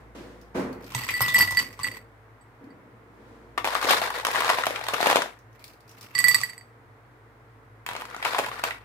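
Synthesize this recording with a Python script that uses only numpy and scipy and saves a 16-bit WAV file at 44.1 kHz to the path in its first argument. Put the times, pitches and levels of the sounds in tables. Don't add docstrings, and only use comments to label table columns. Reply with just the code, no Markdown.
import sys
import numpy as np
from scipy import signal
from scipy.fft import rfft, irfft
from scipy.io import wavfile
from scipy.ndimage import uniform_filter1d

SR = 44100
rng = np.random.default_rng(int(sys.argv[2]) if len(sys.argv) > 2 else 0)


def magnitude_from_level(level_db):
    exponent = np.asarray(level_db, float) / 20
    return 10 ** exponent


def wav_record(signal):
    frames = np.transpose(np.atleast_2d(signal))
    bounded = np.clip(frames, -1, 1)
    quanta = np.round(bounded * 32767).astype(np.int16)
    wavfile.write(sys.argv[1], SR, quanta)


N = 389844


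def at_hz(points, hz):
    table = np.array(points)
    return np.interp(np.log(hz), np.log(table[:, 0]), table[:, 1])


def in_time(tables):
    rows = []
    for table in tables:
        rows += [(table[0][0] - .01, -120), *table, (table[-1][0] + .03, -120)]
    return np.interp(np.arange(N) / SR, *np.transpose(rows))


def rms_one(x):
    return x / np.sqrt(np.mean(x ** 2) + 1e-20)


# (frequency [Hz], likeness [0-1])
LIKENESS = [(60, 0.93), (250, 0.93), (700, 0.54), (1500, 0.028), (12000, 0.035)]


def coloured(x, spectrum):
    hz = np.maximum(np.fft.rfftfreq(x.shape[1], 1 / SR), 1)
    mid, side = rfft(x) * magnitude_from_level(at_hz(spectrum, hz))
    alike = np.clip(at_hz(LIKENESS, hz), 0, 1)
    both = np.sqrt(1 + alike) * mid + np.sqrt(1 - alike) * side * [[1], [-1]]
    return rms_one(irfft(both, x.shape[1]))


def band(x, low_hz, high_hz):
    sos = signal.butter(2, [low_hz, high_hz], "band", fs=SR, output="sos")
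    return rms_one(signal.sosfilt(sos, x))


def resonate(x, hz, width_hz):
    r, w = np.exp(-np.pi * width_hz / SR), 2 * np.pi * hz / SR
    return rms_one(signal.lfilter([1, 0, -1], [1, -2 * r * np.cos(w), r * r], x))


def pan(db):
    return magnitude_from_level([[db / 2], [-db / 2]])


def add(out, s, sound):
    i = round(s * SR)
    out[:, i:i + sound.shape[1]] += sound[:, :N - i]


# (frequency [Hz], level [dB])
FLOOR = [(44, -42), (80, -21), (110, 0.5), (165, -22.5), (270, -13), (450, -17.5), (1060, -16.5),
         (2000, -21.5), (2800, -34), (6000, -44.5), (16000, -47)]
# (time [s], level [dB])
MOTOR = [(0, -45.5), (1.9, -51.5), (2.8, -61), (3.6, -48), (5.6, -57), (6.2, -66), (7.3, -57), (8.84, -51)]
# (frequency [Hz], width [Hz], level [dB])
HUM = [(113.2, 11, -61), (454.6, 37, -66)]
FLOOR_DB, MOTOR_HZ = -54.5, 56


def background():
    t = np.arange(N) / SR
    out = magnitude_from_level(FLOOR_DB) * coloured(rng.standard_normal((2, N)), FLOOR)
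    motor_db = np.interp(t, *np.transpose(MOTOR)) - 5.0
    out = out + magnitude_from_level(motor_db) * np.sin(2 * np.pi * MOTOR_HZ * t + np.array([[.2], [-.2]]))
    for hz, width_hz, db in HUM:
        out = out + magnitude_from_level(db) * band(rng.standard_normal(N), hz - width_hz / 2, hz + width_hz / 2)
    return out


# (time [s], level [dB], attack [s], t60 [s], rustle against thud [dB])
THUDS = [(-.05, -50.5, 0.018, 0.96, -15), (0.147, -44, 0.0073, 1.56, -8), (0.543, -27.5, 0.016, 0.78, -15),
         (2.605, -52, 0.0075, 3.6, -32.5), (1.6, -47, 0.014, 0.55, -46.5), (3.88, -44.5, 0.011, 0.64, -40),
         (7.9, -53, 0.017, 1.7, -42), (8.26, -58, 0.014, 1.5, -40), (8.39, -60, 0.0048, 3.1, -38),
         (1.83, -49, 0.044, 0.69, -39.5), (3.05, -54, 0.25, 2.7, -11.5)]
# (frequency [Hz], level [dB])
THUD = [(120, 0), (200, 6), (280, 9.5), (380, 5.5), (490, 1), (750, -6), (2000, 4.5), (15000, -22.5)]
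# (frequency [Hz], width [Hz], level [dB])
THUD_RINGS = [(209.5, 68, -10.5), (279.3, 91, -6), (370, 99, -5.5), (475.6, 120, -4), (586, 230, -11),
              (740, 480, -12)]
HOLD_S, RUSTLE_HASTE = 0.034, 1.6


def thuds():
    low, rustle, t = 0, 0, np.arange(N) / SR
    for s, db, attack, t60, rustle_db in THUDS:
        rise = np.clip((t - s) / attack, 0, 1)
        fall_db = 60 * np.maximum(t - s - attack - HOLD_S, 0) / t60
        low = low + rise * magnitude_from_level(db - fall_db)
        rustle = rustle + rise * magnitude_from_level(db + rustle_db - RUSTLE_HASTE * fall_db)
    noise = coloured(rng.standard_normal((2, N)), THUD)
    body = band(noise, 74.0, 870)
    for hz, width_hz, db in THUD_RINGS:
        body = body + magnitude_from_level(db) * band(noise, hz - width_hz / 2, hz + width_hz / 2)
    return low * rms_one(body) + rustle * band(noise, 2400, 19000)


# (time [s], peak level [dB], frequency [Hz])
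TABLE_BUMPS = [
    (0.949, -27, 124),
    (1.213, -39, 125),
    (1.407, -35.5, 127),
]
# (time [s], peak level [dB], frequency [Hz])
SETTLING = [(0.201, -31, 350), (0.601, -36, 268), (0.642, -32.5, 283), (2.607, -41, 280),
            (2.635, -37.5, 262), (2.666, -36, 301), (2.7, -40.5, 267), (2.74, -47, 290)]
BUMP_DB, BUMP_HZ = -15, (90, 139)


def table_bumps():
    out, t = np.zeros((2, N)), np.arange(SR // 3) / SR
    shakes = [(s, db + BUMP_DB, rng.uniform(*BUMP_HZ)) for s, db, _ in KNOCKS_ONE + KNOCKS_TWO]
    for s, db, hz in TABLE_BUMPS + SETTLING + shakes:
        boom = np.minimum(t / 0.0072, 1) * magnitude_from_level(db - 60 * t * hz / 26.0) * np.sin(2 * np.pi * hz * t)
        add(out, s, boom * np.ones((2, 1)))
    return out


# (frequency [Hz], t60 [s])
ROOM_T60 = [(150, 0.37), (600, 0.22), (3000, 0.24), (14000, 0.29)]


def room(x):
    t, edges = np.arange(SR // 2) / SR, 100 * 2 ** np.arange(0, 7.6, .75)
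    tail = 0
    for low, high in zip(edges, edges[1:]):
        noise = band(rng.standard_normal((2, len(t))), low, high)
        tail = tail + noise * np.sqrt(high - low) * magnitude_from_level(-60 * t / at_hz(ROOM_T60, low))
    tail = coloured(tail * np.clip(t / 0.0035, 0, 1), [(20, 0), (20000, 0)])
    return signal.fftconvolve(x, tail / np.sqrt(np.sum(tail ** 2) / 2), axes=1)[:, :N]


CHIP_HZ, CHIP_CYCLES = (625, 7050), 39


def rattle(curves, colour, per_s, spread_db, t60, pan_db, body_db, bright_db, sharpens, chips_db):
    effort_db = in_time(curves)
    born = (rng.random(N) < per_s / SR) * magnitude_from_level(spread_db * np.minimum(rng.exponential(1, N), 4))
    envelope = signal.lfilter([1], [1, -magnitude_from_level(-60 / (t60 * SR))], born + 1e-9)
    bursts = rms_one(rng.standard_normal((2, N)) * envelope)
    dealt = rng.integers(0, 32, N)
    for k, hz in enumerate(np.geomspace(*CHIP_HZ, 16)):
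        r, w = magnitude_from_level(-60 * hz / (CHIP_CYCLES * SR)), 2 * np.pi * hz / SR
        clicks = born * np.array([dealt == 2 * k, dealt == 2 * k + 1]) + 1e-18
        ring = signal.lfilter([np.sin(w)], [1, -2 * r * np.cos(w), r * r], clicks)
        bursts = bursts + magnitude_from_level(chips_db) * np.sqrt(hz / 2000) * ring
    grains = coloured(bursts, colour)
    high_db = effort_db + bright_db + sharpens * (effort_db + 32)
    body = magnitude_from_level(effort_db + body_db) * band(grains, 160, 2500)
    return (body + magnitude_from_level(high_db) * band(grains, 2100, 17000)) * pan(pan_db)


# (time [s], level [dB])
BIN_RATTLE = [
    [(3.58, -34), (3.63, -60), (3.66, -27), (3.8, -36), (3.9, -18.5), (4.0, -28.5), (4.245, -36.5)],
    [(4.27, -32.5), (4.5, -28.5), (4.85, -39.5), (5.12, -24.5), (5.28, -45.5), (5.4, -66)],
    [(7.87, -41.5), (8.08, -47.5), (8.15, -43.5), (8.215, -44), (8.27, -32), (8.4, -34.5), (8.62, -42),
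     (8.66, -31.5), (8.84, -60.5)],
]
# (frequency [Hz], level [dB])
BIN = [(120, -22), (250, -31), (497, -2), (585, -13.5), (858, -4.5), (3610, 1), (6350, -17.5),
       (13400, -22.5), (15500, -28)]
BIN_SIDE_DB = 3.5


def bin_rattle():
    return rattle(BIN_RATTLE, BIN, per_s=400, spread_db=-0.5, t60=0.058, pan_db=BIN_SIDE_DB,
                  body_db=4.0, bright_db=1.0, sharpens=0.14, chips_db=-0.5)


def clack(db, body_hz, width_hz, broad, bright_db, top_hz, pan_db, rise, t60):
    t, (mid, side) = np.arange(1600) / SR, rng.standard_normal((2, 1600))
    sides = side * np.array([[1], [-1]])
    push = np.minimum(t / rise, 1) * magnitude_from_level(-60 * np.maximum(t - rise, 0) / t60)
    mid = mid + 1.58 * np.exp(-((t - rise) * SR / 5.05) ** 2)
    noise = push * (mid + 0.62 * sides)
    body = resonate(noise, body_hz, width_hz) + broad * band(noise, 0.48 * body_hz, 3000)
    crack = band(push ** 2 * (mid + sides), 1600, min(top_hz, .45 * SR))

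    def peak(v):
        return np.sqrt(uniform_filter1d(v.mean(0) ** 2, size=90).max())

    return magnitude_from_level(db) * (body / peak(body) + magnitude_from_level(bright_db) * crack / peak(crack)) * pan(pan_db)


# (time [s], peak level [dB], body frequency [Hz])
BIN_CLACKS = [(3.5784, -14.5, 956), (3.581, -12.5, 1150), (3.6461, -12.5, 850), (3.6548, -17.5, 870),
              (3.675, -13, 870), (3.687, -19, 810), (3.737, -23, 1000), (3.753, -10, 1250), (3.889, -13, 1130),
              (3.936, -11, 905), (3.815, -22, 1490), (3.828, -15.5, 1110), (3.8477, -16.5, 435), (3.908, -7, 785),
              (3.9544, -38, 860), (4.0185, -14, 700), (4.0565, -41, 880), (4.0925, -38, 1010), (4.106, -18, 1160),
              (4.1444, -23, 910), (4.1788, -24.5, 600),
              (4.2519, -13.5, 1100), (4.287, -15.5, 820), (4.349, -14, 1060), (4.359, -11, 1630),
        (4.385, -20, 810), (4.408, -14, 1090), (4.4223, -12.5, 1310), (4.435, -19.5, 980),
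        (4.481, -17, 1110), (4.498, -10, 1100), (4.517, -27, 1050), (4.493, -11, 1180), (4.5022, -5, 1090),
        (4.587, -12.5, 1000), (4.638, -11, 1300), (4.6692, -11, 670), (4.708, -18.5, 497),
        (4.7611, -20, 2340), (4.793, -27.5, 890), (4.8133, -24, 750), (4.84, -30, 1000),
              (4.8678, -24, 1140), (4.8873, -17.5, 1130), (4.9368, -15, 540), (4.944, -13, 1270),
        (5.0056, -12.5, 730), (5.0298, -8, 860), (5.061, -8.5, 870), (5.0705, -7.5, 560), (5.101, -7, 800),
        (5.117, -16, 800), (5.1294, -11, 740), (5.1589, -10, 813), (5.1699, -8, 910), (4.984, -23, 905),
        (5.189, -19, 796), (5.2206, -17, 985), (5.2603, -23, 740),
              (7.8649, -25, 1010), (7.8898, -21.5, 940), (7.9136, -24.5, 855), (7.953, -21.5, 905),
             (8.021, -22.5, 950), (8.147, -23.5, 1320), (8.2281, -18.5, 1800), (8.252, -13, 1360),
             (8.2655, -17.5, 910), (8.3359, -23, 746), (8.348, -12.5, 1010), (8.39, -10, 850),
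             (8.397, -13, 590), (8.259, -14, 920), (8.4457, -20.5, 1680), (8.4663, -22, 890),
             (8.517, -22, 1150), (8.596, -23, 1430), (8.639, -11, 1230), (8.651, -20, 1090),
             (8.6866, -23, 1500), (8.7091, -19, 1920)]
# (time [s], peak level [dB])
SNAPS = [(3.843, -12), (3.854, -10), (3.912, -6.5), (3.981, -11), (4.025, -19), (4.036, -27), (4.073, -15),
         (4.198, -16), (4.268, -7), (4.346, -19), (4.365, -12), (4.446, -11), (4.469, -18), (4.5, -4),
         (4.533, -23), (4.578, -27), (4.587, -23), (4.623, -18), (4.667, -11), (4.886, -18.5), (4.966, -18),
         (5.028, -15), (5.071, -12), (5.112, -4), (5.158, 1.5), (5.188, -20), (5.22, -11), (7.934, -24),
         (7.964, -18.5), (8.053, -27), (8.101, -31), (8.164, -24), (8.194, -35), (8.248, -23), (8.384, -7),
         (8.638, -34)]
# (time [s], peak level [dB], frequency [Hz])
CRACKS = [(3.578, -37, 2800), (3.645, -45, 2720), (3.6504, -14, 2520), (3.674, -17, 2820),
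          (3.738, -32.5, 3750), (3.7464, -14.5, 2510), (3.8142, -20, 4580), (3.828, -19, 2940),
          (3.8455, -17.5, 2640), (3.8938, -17, 2910), (3.9085, -2, 2930), (4.0156, -17.5, 3440),
          (4.102, -21, 2680), (4.142, -24.5, 2620), (4.1844, -23, 3550), (4.2494, -7.5, 2900),
          (4.3138, -14, 2510), (4.352, -16, 2650), (4.4046, -12, 2660), (4.4927, -10, 2600),
          (4.577, -25, 2610), (4.6224, -33, 2650), (4.656, -17, 3150), (4.6667, -10, 2720),
          (4.708, -23, 2510), (4.758, -39, 2500), (4.793, -30, 2540), (4.839, -23, 4290),
          (4.866, -23, 3310), (4.884, -14, 3630), (4.9378, -12.5, 2830), (4.9866, -36, 2850),
          (5.011, -12.5, 3900), (5.029, -29, 3800), (5.056, -20, 3350), (5.0705, -9, 2870),
          (5.0995, -8, 2520), (5.1578, -9, 3550), (5.221, -19, 3660),
          (7.8632, -17.5, 2550), (7.8886, -20.5, 3090), (7.9328, -28, 2880), (7.9984, -30, 3010),
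                (8.011, -24.5, 2760), (8.053, -33, 3940), (8.148, -36, 2500), (8.228, -33, 2860),
                (8.2487, -15.5, 2640), (8.3321, -21, 2530), (8.3871, -13.5, 2470), (8.4613, -19.5, 2760),
                (8.4913, -37, 3210), (8.5945, -29, 2640), (8.6384, -9, 2550)]
CRACK_DB, CRACK_SPREAD_DB = -24, 2.5


def scoops():
    out = np.zeros((2, N))
    for s, db, hz in BIN_CLACKS:
        pan_db = (BIN_SIDE_DB if s < 6 else .5) + rng.normal(0, 1.5)
        bright_db = CRACK_DB + CRACK_SPREAD_DB * rng.normal()
        add(out, s - .002, clack(db - 6.0, hz, 113, 1.0, bright_db, 13000, pan_db, rise=0.0011, t60=0.02))
    for s, db in SNAPS:
        hz = rng.uniform(660, 1330)
        add(out, s, clack(db - 9.0, hz, 460, 0.64, -10.0, 7360, 0.83, rise=0.00037, t60=0.012))
    for s, db, hz in CRACKS:
        add(out, s - .0005, clack(db - 13.5, hz, 740, 0.53, -7.0, 14500, .1, rise=0.001, t60=0.03))
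    return out


# (time [s], level [dB])
GLASS_RATTLE = [
    [(.8, -56), (.93, -40), (.96, -35.5), (1.07, -39.5), (1.1, -36), (1.195, -40.5), (1.21, -30.5),
     (1.33, -32), (1.4, -29), (1.5, -34.5), (1.56, -41), (1.6, -29), (1.68, -48.5), (1.785, -56),
     (1.8, -45.5), (1.85, -39.5), (1.97, -47), (2.05, -69.5)],
    [(5.55, -59.5), (5.67, -49.5), (5.8, -71.5), (6.03, -46.5), (6.14, -54), (6.17, -40.5), (6.3, -35),
     (6.42, -42.5), (6.7, -72.5)],
]
# (frequency [Hz], level [dB])
CLACK = [(250, -11), (700, -23.5), (1080, -9), (1600, -12.5), (2600, 3), (3600, -12.5), (6500, -23),
         (10500, -27.5), (13000, -18.5), (15500, -26.5)]


def sliding_ice():
    return rattle(GLASS_RATTLE, CLACK, per_s=420, spread_db=2.5, t60=0.025, pan_db=-1.0,
                  body_db=2.5, bright_db=3.0, sharpens=0.084, chips_db=-5.5)


# (start [s], end [s])
IN_GLASS_S = [
    (.945, 2.1),
    (6.145, 6.8),
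]
CHATTER_DB = [-3.5, -12.5, -14]
CHATTER_WIDTH_HZ = [90, 140, 140]


def chatter(sliding):
    out = 0
    for k, hz in enumerate(WALL_HZ):
        level_db = CHATTER_DB[min(k, 2)] + WALL[k][0]
        out = out + magnitude_from_level(level_db) * resonate(sliding, hz, CHATTER_WIDTH_HZ[min(k, 2)])
    inside_db = in_time([[(start, 0), (end, 0)] for start, end in IN_GLASS_S])
    return out * np.std(sliding) * magnitude_from_level(inside_db)


# (time [s], peak level [dB], brightness against body [dB])
KNOCKS_ONE = [(0.92, -31, -3), (0.948, -20, 0), (1.009, -31, -10), (1.037, -33, 3), (1.059, -42.5, 7.5),
              (1.106, -27, -2), (1.088, -24, -13), (1.206, -11, -11), (1.241, -33.5, -13.5),
              (1.281, -18.5, -3), (1.362, -24, -6.5), (1.382, -20, 5), (1.399, -16.5, -11.5),
              (1.425, -16, -4), (1.508, -23.5, -1.5), (1.523, -24, -4), (1.548, -27, -2), (1.59, -33.5, 15),
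              (1.612, -27.5, -9), (1.791, -24, -11), (1.798, -25.5, -9), (1.867, -27.5, -12)]
KNOCKS_TWO = [(6.15, -27, 3), (6.18, -32, 14), (6.202, -28, 9), (6.24, -26, 0), (6.2722, -26.5, 4),
              (6.283, -25.5, 8), (6.312, -24, 4), (6.344, -27.5, 13), (6.404, -29, 0), (6.4135, -28.5, 7),
              (6.213, -32, -2), (6.359, -27, -6), (6.384, -31, -13)]
COLUMN_HZ = [1000, 1150]
# (time [s], peak level [dB], frequency [Hz])
PINGS = [
    (1.088, -24.5, 2160),
    (1.284, -28.5, 3500),
]
# (time [s], peak level [dB])
TICKS = [(.413, -55.5), (2.64, -64), (5.389, -58.5), (0.7282, -49), (0.843, -49), (0.8647, -49.5),
         (1.728, -50), (5.5937, -56), (5.6413, -38), (5.679, -48), (0.8245, -55), (5.5288, -64),
         (5.7338, -56.5), (5.8051, -56.5), (5.8785, -56), (5.893, -50), (5.9134, -50), (5.9832, -52.5),
         (6.0104, -41.5), (6.0292, -46)]
WALL_TICK_DB = -19.5


def knocks():
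    out = np.zeros((2, N))
    for s, db, bright_db in KNOCKS_ONE + KNOCKS_TWO:
        hz = COLUMN_HZ[int(s > 4)] * rng.uniform(1.0, 1.093)
        knock = clack(db - 8.5, hz, 120, 0.05, bright_db + .1, 7500, -1.5, rise=0.0014, t60=0.024)
        add(out, s - .0005, knock)
    for s, db, hz in PINGS:
        add(out, s, clack(db, hz, 270, 0.13, -16.0, 14000, -1.3, rise=0.000339, t60=0.083))
    for s, db, *_ in DROP_ONE + DROP_TWO:
        tick = clack(db + WALL_TICK_DB, 2500, 2200, 0.14, 0.1, 11000, -0.81, rise=0.00039, t60=0.008)
        add(out, s, tick)
    for s, db in TICKS:
        hz = rng.uniform(4200, 6000)
        add(out, s - .0005, clack(db - 7.5, hz, 830, 0.22, 3.0, 22000, 0.53, rise=0.00066, t60=0.061))
    return out


# (time [s], peak level [dB])
BASE_HITS = [(1.106, -41.5), (1.2064, -35), (1.2173, -24.5), (1.284, -39), (1.3406, -33.5), (1.387, -24),
             (1.4113, -27), (1.509, -35.5), (1.5704, -41)]
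BASE_HZ = [3010, 3920, 5250, 8480, 8560, 12170, 12645, 13350, 14560, 14800]
# (level [dB], t60 [s])
BASE = [(-11.5, .032), (-17, .024), (-11, 0.13), (-10.5, 0.068), (-11, .07), (0, .05), (-4, 0.066),
        (-11.5, .035), (-3, .05), (-11.5, 0.044)]


def glass_base():
    out, t = np.zeros((2, N)), np.arange(SR // 5) / SR
    for s, db in BASE_HITS:
        for hz, (rel_db, t60), (spread, turn) in zip(BASE_HZ, BASE, rng.random((len(BASE), 2))):
            level_db = db + rel_db + 5.29 + 5.5 * spread
            angle = 2 * np.pi * hz * t + np.array([[0], [4.7 * turn]])
            add(out, s, magnitude_from_level(level_db - 60 * t / t60) * np.sin(angle))
    return out


# (time [s], lowest ring level [dB], its t60 [s], second ring against it [dB], high rings against it [dB])
DROP_ONE = [(0.95, -29.5, 0.18, -21, 0.5), (1.12, -32.5, 0.25, -16, -13), (1.139, -23.5, 0.42, -11, -9),
            (1.211, -23, 1, -13, -33.5), (1.288, -23, 0.43, -29, -27.5), (1.3444, -11, 0.34, -34, -15),
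            (1.364, -16, 0.16, -11.5, -26.5), (1.388, -21, 0.96, -6, -12), (1.4076, -9.5, 0.15, -11, -18),
            (1.476, -23.5, 0.35, -32, -26), (1.512, -26.5, 0.41, -24, -37), (1.571, -14, 0.21, -7.5, -12.5),
            (1.597, -22.5, 0.15, -9, -22), (1.832, -33, 0.09, 2.5, 7.5), (1.8441, -17.5, 0.062, -14, -18),
            (1.868, -27, 0.087, -32, -13), (1.884, -22.5, 0.032, -35, -31), (1.914, -31, 0.034, -16, -17),
            (1.945, -35.5, 0.029, -21, -15), (1.985, -52, 0.11, -22, -23), (2.411, -66, 0.31, -5, 6),
            (2.7044, -56, 0.11, -7, -16.5)]
DROP_TWO = [(6.152, -27.5, 0.26, 4, -6), (6.1875, -19.5, 0.16, -2.5, 1), (6.2408, -14.5, 0.22, -4, -2),
            (6.2827, -14.5, 0.27, -5.5, 3), (6.3147, -21, 0.085, -2, -13), (6.345, -14.5, 0.12, -1, -1.5),
            (6.359, -33, 0.12, 5, 3), (6.3826, -47.5, 0.72, 11, -1), (6.434, -16.5, 0.049, -12, -9.5),
            (6.496, -34, 0.046, -5, -3), (6.533, -35, 0.024, -16, -17), (6.5788, -35.5, 0.023, -11, -7),
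            (6.6102, -41, 0.031, -12, -19)]
WALL_HZ = [1966, 4607, 7980, 8074, 8140, 8500, 11750, 11870, 12176, 12346, 13600, 14300, 14507, 15200]
# (level [dB], t60 as share of the lowest [1])
WALL = [(1.5, 0.33), (3.5, 0.23), (0, 0.34), (-7.5, 0.34), (-9.5, .15), (-4.5, 0.11), (-10, 0.13),
        (-14, 0.56), (-10, 0.12), (-14.5, 0.81), (-15, 0.067), (-28, .25), (-13.5, .35), (-23.5, .08)]
# (time [s], left-right of the lowest ring [dB], of the others [dB])
WALL_SIDE = [(1.3, 0.5, -4.5), (1.6, -3.5, -7), (6.148, -17, -6.5), (6.5, -6.5, -3.5)]
SECOND_T60_S = [.14, .06]
HANDOVER_S = .001
CHOKE_T60_S = 0.2


def glass_wall():
    out, hits = np.zeros((2, N)), DROP_ONE + DROP_TWO
    side_s, *side_db = np.transpose(WALL_SIDE)
    t = np.arange(SR // 3) / SR
    for (s, db, t60, second_db, high_db), after in zip(hits, hits[1:] + [(N / SR,)]):
        draw = rng.random((14, 3))
        blow_db = np.r_[0, second_db, high_db + 12.0 * (draw[2:, 2] - .5)]
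        blow_db[6:] += 0.21 * (db + 17)
        touched = np.maximum(t - (after[0] - s), 0)
        replaced, choked = np.clip(1 - touched / HANDOVER_S, 0, 1), magnitude_from_level(-60 * touched / CHOKE_T60_S)
        edges = np.clip(t / HANDOVER_S, 0, 1) * np.array([replaced, choked])
        for k, (hz, (rel_db, share)) in enumerate(zip(WALL_HZ, WALL)):
            detuned_hz = hz * (1 + 0.004 * (draw[k, 0] - .5) * (k > 1))
            lobes = 0.81 + min(k, 3) * (draw[k, 1] - .5)
            angle = 2 * np.pi * (detuned_hz * (t + s) + draw[k, 0] * (k > 0))
            angle = angle + np.array([[-1], [1]]) * lobes
            shortest = 0.049 * share + 0.035 * (k > 1) + SECOND_T60_S[int(s > 2)] * (k == 1)
            life = max(t60 * (share if k else 1), shortest)
            level = magnitude_from_level(db + blow_db[k] + rel_db - 60 * t / life)
            place = pan(np.interp(s + .01, side_s, side_db[min(k, 1)]))
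            add(out, s, edges[min(k, 1)] * level * place * np.sin(angle))
    return out


def scene():
    ring = glass_wall() + glass_base()
    near, far = knocks(), scoops()
    wet = room(magnitude_from_level(-5.0) * far)
    wet += room(magnitude_from_level(-3.5) * near + magnitude_from_level(-11) * ring)
    far = far + bin_rattle()
    far = np.array([far[0], np.roll(far[1], 4)])
    sliding = sliding_ice()
    return ring + near + far + wet + sliding + chatter(sliding) + thuds() + table_bumps() + background()


def low_pass(x):
    return signal.sosfilt(signal.butter(12, 16640, fs=SR, output="sos"), x)


def record(dry):
    dry = np.array([dry[0], np.roll(dry[1], 2)])
    dry = signal.sosfilt(signal.butter(6, 44, "high", fs=SR, output="sos"), dry)
    dry = .93 * np.tanh(dry / .93)
    dry = signal.sosfilt(signal.cheby2(12, 60, 16600, fs=SR, output="sos"), dry)
    return low_pass(dry)


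dry = scene()
out = record(dry)
wav_record(out)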